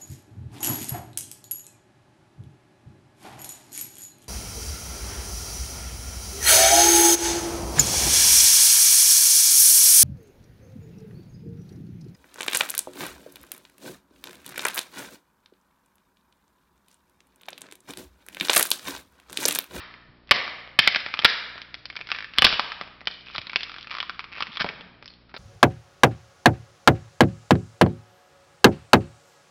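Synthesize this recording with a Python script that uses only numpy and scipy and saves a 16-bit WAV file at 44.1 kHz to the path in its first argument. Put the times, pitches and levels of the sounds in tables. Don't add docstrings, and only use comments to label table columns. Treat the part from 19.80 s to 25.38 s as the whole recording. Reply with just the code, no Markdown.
import sys
import numpy as np
from scipy import signal
from scipy.fft import rfft, irfft
from scipy.io import wavfile
from scipy.ndimage import uniform_filter1d

SR = 44100
rng = np.random.default_rng(int(sys.argv[2]) if len(sys.argv) > 2 else 0)


def volts_from_db(level):
    exponent = np.asarray(level, float) / 20
    return 10 ** exponent


def wav_record(signal):
    frames = np.transpose(np.atleast_2d(signal))
    bounded = np.clip(frames, -1, 1)
    quanta = np.round(bounded * 32767).astype(np.int16)
    wavfile.write(sys.argv[1], SR, quanta)


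N = 246078
LEAD = SR // 2


def evened(x):
    return x / np.sqrt(np.mean(x ** 2) + 1e-20)


def read(points, hz):
    f, value = np.transpose(points)
    return np.interp(np.log(hz + 1), np.log(f + 1), value)


def modes(table, hz):
    return sum(volts_from_db(db) ** 2 / (1 + (2 * (hz - f) / width) ** 2) ** 1.84 for f, width, db in table)


def causal(db):
    log_gain = np.log(volts_from_db(np.maximum(db, -90)))
    circle = np.concatenate([log_gain, log_gain[..., -2:0:-1]], -1)
    return np.exp(np.conj(signal.hilbert(circle)))[..., :log_gain.shape[-1]]


def hiss():
    # (frequency [Hz], density [dB per Hz])
    hiss_spectrum = [(12, -32), (20, 0), (181, -4.5), (637, -10.5), (736, -13.5), (1380, -16), (1520, -16),
                     (4520, -21), (5360, -22), (6500, -61), (8450, -91), (14300, -120)]
    hz = np.fft.rfftfreq(N, 1 / SR)
    white = rfft(rng.standard_normal(N))
    return volts_from_db(-60.5) * evened(irfft(white * volts_from_db(read(hiss_spectrum, hz)), N))


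def hum():
    # (approximate frequency [Hz], rms level [dB])
    partials = [(59.2, -65), (118.4, -66.5), (177.6, -66.5), (242.2, -69), (301.5, -70.5), (360.7, -76)]
    mains_hz, pulse_s = 60, .004
    t = np.arange(N) / SR - pulse_s
    return sum(volts_from_db(db) * np.sqrt(2) * np.cos(2 * np.pi * (k + 1) * mains_hz * t)
               for k, (_, db) in enumerate(partials))


def spread(x, tails):
    turn = np.pi * 85. * np.arange(len(x)) / SR
    gates = [np.sqrt(2 / 3) * np.cos(turn + k * np.pi / 3) for k in range(3)]
    return sum(signal.fftconvolve(x * g, tail)[:len(x)] for g, tail in zip(gates, tails))


def hall(x):
    # (frequency [Hz], t60 [s])
    decay = [(200, 0.65), (530, 1), (1400, 0.97), (3700, 0.84), (6000, 0.71)]
    level_db, rise_ms = -13, 22.1
    hz, t, z = signal.stft(rng.standard_normal((3, SR + SR // 2)), SR, nperseg=256)
    tails = signal.istft(z * volts_from_db(-60 * t / read(decay, hz)[:, None]), SR, nperseg=256)[1]
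    tail_ms = np.arange(tails.shape[1]) * 1000 / SR
    tails *= 1 - np.exp(-(tail_ms / rise_ms) ** 2)
    return volts_from_db(level_db) * spread(x, tails / np.linalg.norm(tails, axis=1, keepdims=True))


def far_walls(x):
    # (delay [ms], level [dB])
    late_echoes = [
        (31.5, -26.5),
        (40., -28.5),
        (50., -24.5),
    ]
    return sum(volts_from_db(db) * np.roll(x, round(ms * SR / 1000)) for ms, db in late_echoes)


def near_wall(x):
    # (delay [ms], level [dB], t60 [ms])
    scatter = (4.4, -7.5, 33.4)
    ms, db, t60_ms = scatter
    t = np.arange(1600) * 1000 / SR - ms
    sparse = rng.standard_normal((3, 1600)) * (rng.random((3, 1600)) < .06)
    taps = sparse * (t > 0) * volts_from_db(-60 * t / t60_ms)
    mirror = volts_from_db(-16.0) * np.roll(x, round((ms + 0.699) * SR / 1000))
    return mirror + volts_from_db(db) * spread(x, taps / np.linalg.norm(taps, axis=1, keepdims=True))


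def thumps():
    # (time [s], level [dB], frequency [Hz])
    landings = [
        (0.292, -46, 130),
        (2.585, -34.5, 70),
        (2.642, -27.5, 59.5),
        (3.583, -38, 100.5),
        (4.618, -38, 194),
        (2.722, -40, 50),
        (4.808, -30.5, 174),
        (4.847, -35, 200),
    ]
    out, t = np.zeros(N + SR), np.arange(SR // 4) / SR
    for s, db, hz in landings:
        push = np.sin(2 * np.pi * hz * t) * np.exp(-t * hz / 1.2)
        out[round(s * SR) + LEAD:][:len(t)] += volts_from_db(db) * push
    return out[:N + LEAD]


def scrapes():
    # (start [s], length [s], level [dB], ring [Hz], width
    # [Hz])
    drags = [
        (3.288, 0.15, -47, 4000, 1600),
        (3.47, 0.1, -50.5, 2900, 1510),
        (4.112, .06, -53, 1240, 350),
        (5.281, 0.092, -53.5, 4310, 402),
        (4.68, 0.078, -54, 205, 60),
        (4.88, 0.36, -54.5, 200, 160),
    ]
    grit_per_s, grit_spread_db = 2000, 7
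    out = np.zeros(N + LEAD + SR)
    for s, length, db, ring_hz, width in drags:
        chance, size = rng.random((SR // 2, 2)).T
        grit = (chance < grit_per_s / SR) * volts_from_db(-grit_spread_db * np.log(size + 1e-3))
        grit *= np.cos(1e4 * size)
        ring = modes([(ring_hz, width, 0)], np.fft.rfftfreq(len(grit), 1 / SR))
        drag = np.sin(np.pi * np.minimum(np.arange(len(grit)) / SR / length, 1) ** 0.57)
        out[round(s * SR) + LEAD:][:len(grit)] += volts_from_db(db) * drag * evened(irfft(rfft(grit) * np.sqrt(ring)))
    return out[:N + LEAD]


def snaps(rows, ms):
    # (frequency [Hz], width [Hz], level [dB])
    knock_modes = [(200, 150, -1.5), (639, 690, 2)]
    hollow_modes = [(1243, 392, 0.35)]
    body_modes = [(1870, 1230, -1.2), (2386, 390, 0.)]
    bright_modes = [(3285, 1550, 2.5), (4200, 1700, -4), (4855, 2470, -0.5)]
    s, peak_db, knock_db, hollow_db, bright_db, shard_hz = np.transpose(rows)[:, :, None]
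    size = 1024
    t, hz = np.arange(size) / SR, np.fft.rfftfreq(size, 1 / SR)
    envelope = (1 - np.exp(-t / 0.00031)) * np.exp(-t * 1000 / ms)
    burst = rfft(rng.standard_normal((len(rows), size)) * envelope)
    lumps = uniform_filter1d(abs(burst) ** 2, size=11, axis=1)
    parts = zip((knock_db, hollow_db, bright_db), (knock_modes, hollow_modes, bright_modes))
    shell = modes(body_modes, hz) + sum(volts_from_db(db) ** 2 * modes(table, hz) for db, table in parts)
    shell += modes([(shard_hz, 0.23 * shard_hz, 6.)], hz)
    shell *= (hz + 1) ** 2 / (hz ** 2 + 185.0 ** 2)
    gain_db = 10 * np.log10(shell * lumps.mean(1, keepdims=True) / lumps)
    crack = irfft(burst * causal(gain_db), size)
    crack *= signal.windows.tukey(2 * size, .5)[size:]
    sound = volts_from_db(peak_db + 0.0) * crack / abs(signal.hilbert(crack)).max(1, keepdims=True)
    at = np.round(s * SR).astype(int) + LEAD + np.arange(size)
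    return np.bincount(at.ravel(), sound.ravel(), N + LEAD + size)[:N + LEAD]


def creaks():
    # (start [s], end [s], slips per second [1/s], peak [dB], shard ring [Hz])
    steady = [
        (1.019, 1.073, 470, -23, 2060),
        (2.293, 2.323, 240, -30, 1700),
        (4.115, 4.148, 216, -23.5, 1200),
        (4.165, 4.175, 190, -28, 1290),
        (4.718, 4.756, 190, -30, 3600),
        (5.281, 5.338, 300, -50, 4280),
    ]
    ragged = [
        (1.403, 1.46, 240, -39, 2280),
        (2.327, 2.38, 270, -31.5, 1900),
        (2.538, 2.596, 226, -30, 1700),
        (2.669, 2.745, 240, -16, 2700),
        (3.466, 3.562, 410, -38, 2620),
        (3.968, 4.044, 89, -35, 1260),
        (4.525, 4.623, 180, -30.5, 2530),
        (4.8, 4.823, 1060, -16.5, 1595),
        (5.489, 5.519, 390, -46, 1300),
        (5.542, 5.584, 267, -32.5, 1390),
    ]
    rows = []
    trains = [(*row, 0.18) for row in steady] + [(*row, .55) for row in ragged]
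    for start, end, rate, peak_db, shard_hz, uneven in trains:
        gap, size, dull, sharp = rng.standard_normal((40, 4)).T
        s = start + np.cumsum(np.exp(uneven * gap - uneven ** 2 / 2)) / rate - 1 / rate
        db = np.where(s < end, peak_db + 5.5 * uneven * size, -200)
        s = np.clip(s, 0, N / SR)
        ring_hz = shard_hz * np.exp(0.056 * dull)
        rows += zip(s, db, -18. + 0 * s, -4. + 0.89 * dull, -6.5 + 6 * sharp, ring_hz)
    return snaps(rows, ms=0.43)


def cracks():
    # (time [s], peak [dB], shard ring [Hz], knock [dB re body], hollow [dB re body])
    breaks = [(-.12, 0, 1790, -8, 5), (0.5104, 11.5, 2050, -5, -9), (0.5152, 2, 2900, -15.5, 10.5),
              (0.9896, 6.5, 2870, -16, -16), (0.9919, 4, 2112, -19, -28), (1.0749, 4, 2120, -12.5, -19),
              (1.1593, -5.5, 1710, -12.5, -12), (1.3909, -7, 3180, -8, -0.5), (1.4461, 2.5, 3670, -31, -8),
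              (1.45, 9.5, 1734, -13, -5), (2.3167, -6, 2570, -38, 3), (2.5844, 3.5, 3260, -10.5, -2),
              (2.621, 4, 2910, -7, 2), (2.644, 6, 2400, -9.5, -9), (2.651, 2, 2980, -2, 3),
              (2.6664, -3, 1600, -24, -3), (2.7951, -3, 850, -7, 11.5), (3.0119, -13, 1980, 1.5, 9),
              (3.272, -8.5, 2950, -10, -1.5), (3.5813, -9, 2560, -5.5, 0),
              (3.759, -2.5, 2580, -11.5, -30.5), (4.6054, -14.5, 900, -16, 10),
              (4.6237, -8.5, 2800, -14, 5.5), (4.8077, -13.5, 1710, -2, -13)]
    # (time [s], peak [dB], shard ring [Hz])
    dry_snaps = [(0.4926, -27, 2380), (.7139, -33, 2200), (1.1469, -8.5, 2530), (1.4172, -23, 2410),
                 (1.4222, -20, 2370), (2.1006, -22.5, 2170), (2.155, -26.5, 1510), (2.1676, -19.5, 2250),
                 (2.212, -20.5, 2460), (2.2894, -22.5, 1640), (2.303, -20.5, 1740), (2.3471, -20.5, 2450),
                 (2.3526, -22.5, 2390), (2.3615, -22, 1770), (2.5363, -26.5, 2670), (3.0358, -30, 2430),
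                 (3.207, -30, 2370), (3.6961, -21.5, 2360), (3.7506, -32, 2580), (3.963, -22, 1560),
                 (4.045, -28.5, 1740), (4.1506, -19, 1210), (4.2026, -12, 3150), (4.4042, -24, 2410),
                 (4.5345, -29, 2430), (4.552, -28.5, 1870), (4.669, -24, 2050), (4.7315, -29.5, 2360),
                 (4.8887, -15.5, 2310), (4.9286, -36, 1700)]
    # (time [s], peak [dB], shard ring [Hz], hollow [dB re body])
    pops = [(0.6777, -18.5, 2240, 9), (1.2857, -27.5, 1550, 4), (1.3394, -9, 2340, 5),
            (1.3725, -20, 2560, 5), (1.7787, -25.5, 1940, 7.5), (2.3679, -36, 1920, -4),
            (2.5773, -19.5, 3290, 12), (2.9191, -14.5, 1770, 5), (3.5, -32, 2450, 13.5),
            (3.5509, -22.5, 3290, 16), (3.5602, -17.5, 3850, -1.5), (3.732, -21, 2370, 9.5),
            (3.8574, -35.5, 2350, 12), (3.8955, -23.5, 1265, -5), (3.9416, -24, 1270, -2),
            (3.9838, -26, 3470, 9), (4.0714, -23.5, 2560, 7), (4.0974, -29, 2390, 1),
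            (4.1072, -22.5, 2570, 2), (4.1116, -18.5, 2440, 1), (4.1681, -21.5, 1200, 3),
            (4.1844, -17, 1200, 3), (4.2278, -16.5, 1210, 5.5), (4.2954, -15, 1480, 6),
            (4.393, -15.5, 2370, 7.5), (4.4415, -22, 2350, 7), (4.5627, -27, 2560, 5.5),
            (4.7588, -24, 2420, 3.5), (4.771, -14.5, 3430, 4.5), (4.7954, -21, 2350, 6)]
    # (time [s], peak [dB], shard ring [Hz], knock [dB re body])
    knocks = [(0.1399, -28, 2100, -11), (0.4836, -41, 3230, 3), (0.8755, -29.5, 3100, 3.5),
              (1.2623, -14, 1960, -5), (1.4366, -18.5, 2420, 5), (1.7566, -27.5, 1510, 6.5),
              (2.1274, -32, 3150, -3), (2.1898, -28, 1690, -3), (2.193, -33, 2780, 5),
              (2.2065, -26.5, 2440, -0.5), (2.727, -11, 910, -4.5), (2.9993, -35.5, 2540, -13),
              (3.0755, -30, 2470, 3), (3.2139, -28.5, 2000, 2.5), (3.3036, -33, 3250, 10),
              (3.485, -39, 2700, 5), (3.5469, -27, 4870, -1), (4.5182, -34, 2450, -4),
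              (4.5733, -30.5, 2480, 3), (4.5822, -23, 1300, -7), (4.6041, -27, 1290, -8),
              (4.8442, -11.5, 620, 10), (4.8633, -20.5, 2430, 5), (4.899, -24, 2350, 7),
              (5.0093, -28, 3110, 1.5), (5.1413, -43.5, 1940, 10.5), (5.2255, -29, 860, -3),
              (5.542, -23, 1650, 9), (5.5526, -35, 1660, -1), (5.565, -23, 4150, 1)]
    # (time [s], peak [dB], shard
    # ring [Hz], bright [dB re body])
    splinters = [(.4738, -37.5, 3530, 0), (1.2025, -19, 2520, 1), (1.4546, -1.5, 2400, -10),
                 (1.8171, -23, 2300, 0), (1.9427, -16.5, 2120, -0.5), (2.0552, -20, 4620, -4),
                 (2.1647, -20.5, 2350, 3.5), (2.2713, -21.5, 2350, -2), (2.647, 5.5, 3250, 14),
                 (3.256, -32, 4200, 6), (3.3116, -26.5, 4440, -5), (3.4613, -33, 3380, 4),
                 (3.542, -33, 3510, -4), (3.6155, -25, 2420, 0), (3.8728, -32, 1250, -7),
                 (3.6693, -21, 3920, -13), (3.7177, -30.5, 2730, -3), (3.8073, -18.5, 2350, 3),
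                 (3.8318, -13.5, 3250, 6), (3.9174, -25.5, 1250, -4), (4.0098, -27, 2520, 9),
                 (4.028, -26, 3340, 13), (4.7468, -33, 3240, 5), (4.754, -31, 3680, 8),
                 (5.2441, -40, 2220, 6), (5.2575, -27, 5130, -10.5), (5.2782, -27.5, 4500, 17),
                 (5.3036, -33.5, 4440, -8), (5.3192, -48, 4150, 14), (5.3377, -39, 4350, 16.5)]
    # (first peak [dB], loss per step [dB], shard ring [Hz])
    seam_tear = (-17, 1.6, 1800)
    # (peak [dB], burst [ms])
    tear = [(-30, .9), (-27.5, 1.37)]
    first_db, loss_db, seam_hz = seam_tear
    seam_start_s, seam_step_s = 2.3866, .0191
    seam = [(seam_start_s + k * seam_step_s, first_db - k * loss_db, seam_hz) for k in range(4)]
    # what each kind leaves in the other parts of the shell, dB re the body
    rows = [(s, db, knock, hollow, -4.5, hz) for s, db, hz, knock, hollow in breaks]
    rows += [(s, db, -23.5, -7, -8.5, hz) for s, db, hz in dry_snaps + seam]
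    rows += [(s, db, -19, hollow, -6.5, hz) for s, db, hz, hollow in pops]
    rows += [(s, db, knock, -1.5, -9, hz) for s, db, hz, knock in knocks]
    rows += [(s, db, -11, -7, bright, hz) for s, db, hz, bright in splinters]
    burst_ms = np.interp([row[1] for row in rows], *np.transpose(tear))
    return snaps(rows, burst_ms[:, None])


def scene():
    toy = cracks() + creaks() + scrapes() + thumps()
    early = toy + near_wall(toy)
    room = early + far_walls(early) + hall(toy)
    return (room[LEAD:] + hiss() + hum())[None]


def top_cut(x):
    return signal.sosfilt(signal.butter(12, 16800, fs=SR, output="sos"), x)


def record(dry):
    overload, ceiling, edge_hz = 0.78, 0.73, 5502
    squashed = np.clip(dry, -overload, overload)
    treble_cut = signal.firwin(101, edge_hz, window=("kaiser", 9.), fs=SR)[None]
    dull = signal.oaconvolve(squashed, treble_cut, "same")
    clipped = np.clip(dull, -ceiling, ceiling)
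    flat = signal.oaconvolve(clipped, signal.firwin(61, 15800, fs=SR)[None], "same")
    return top_cut(flat)


dry = scene()
out = record(dry)
wav_record(out)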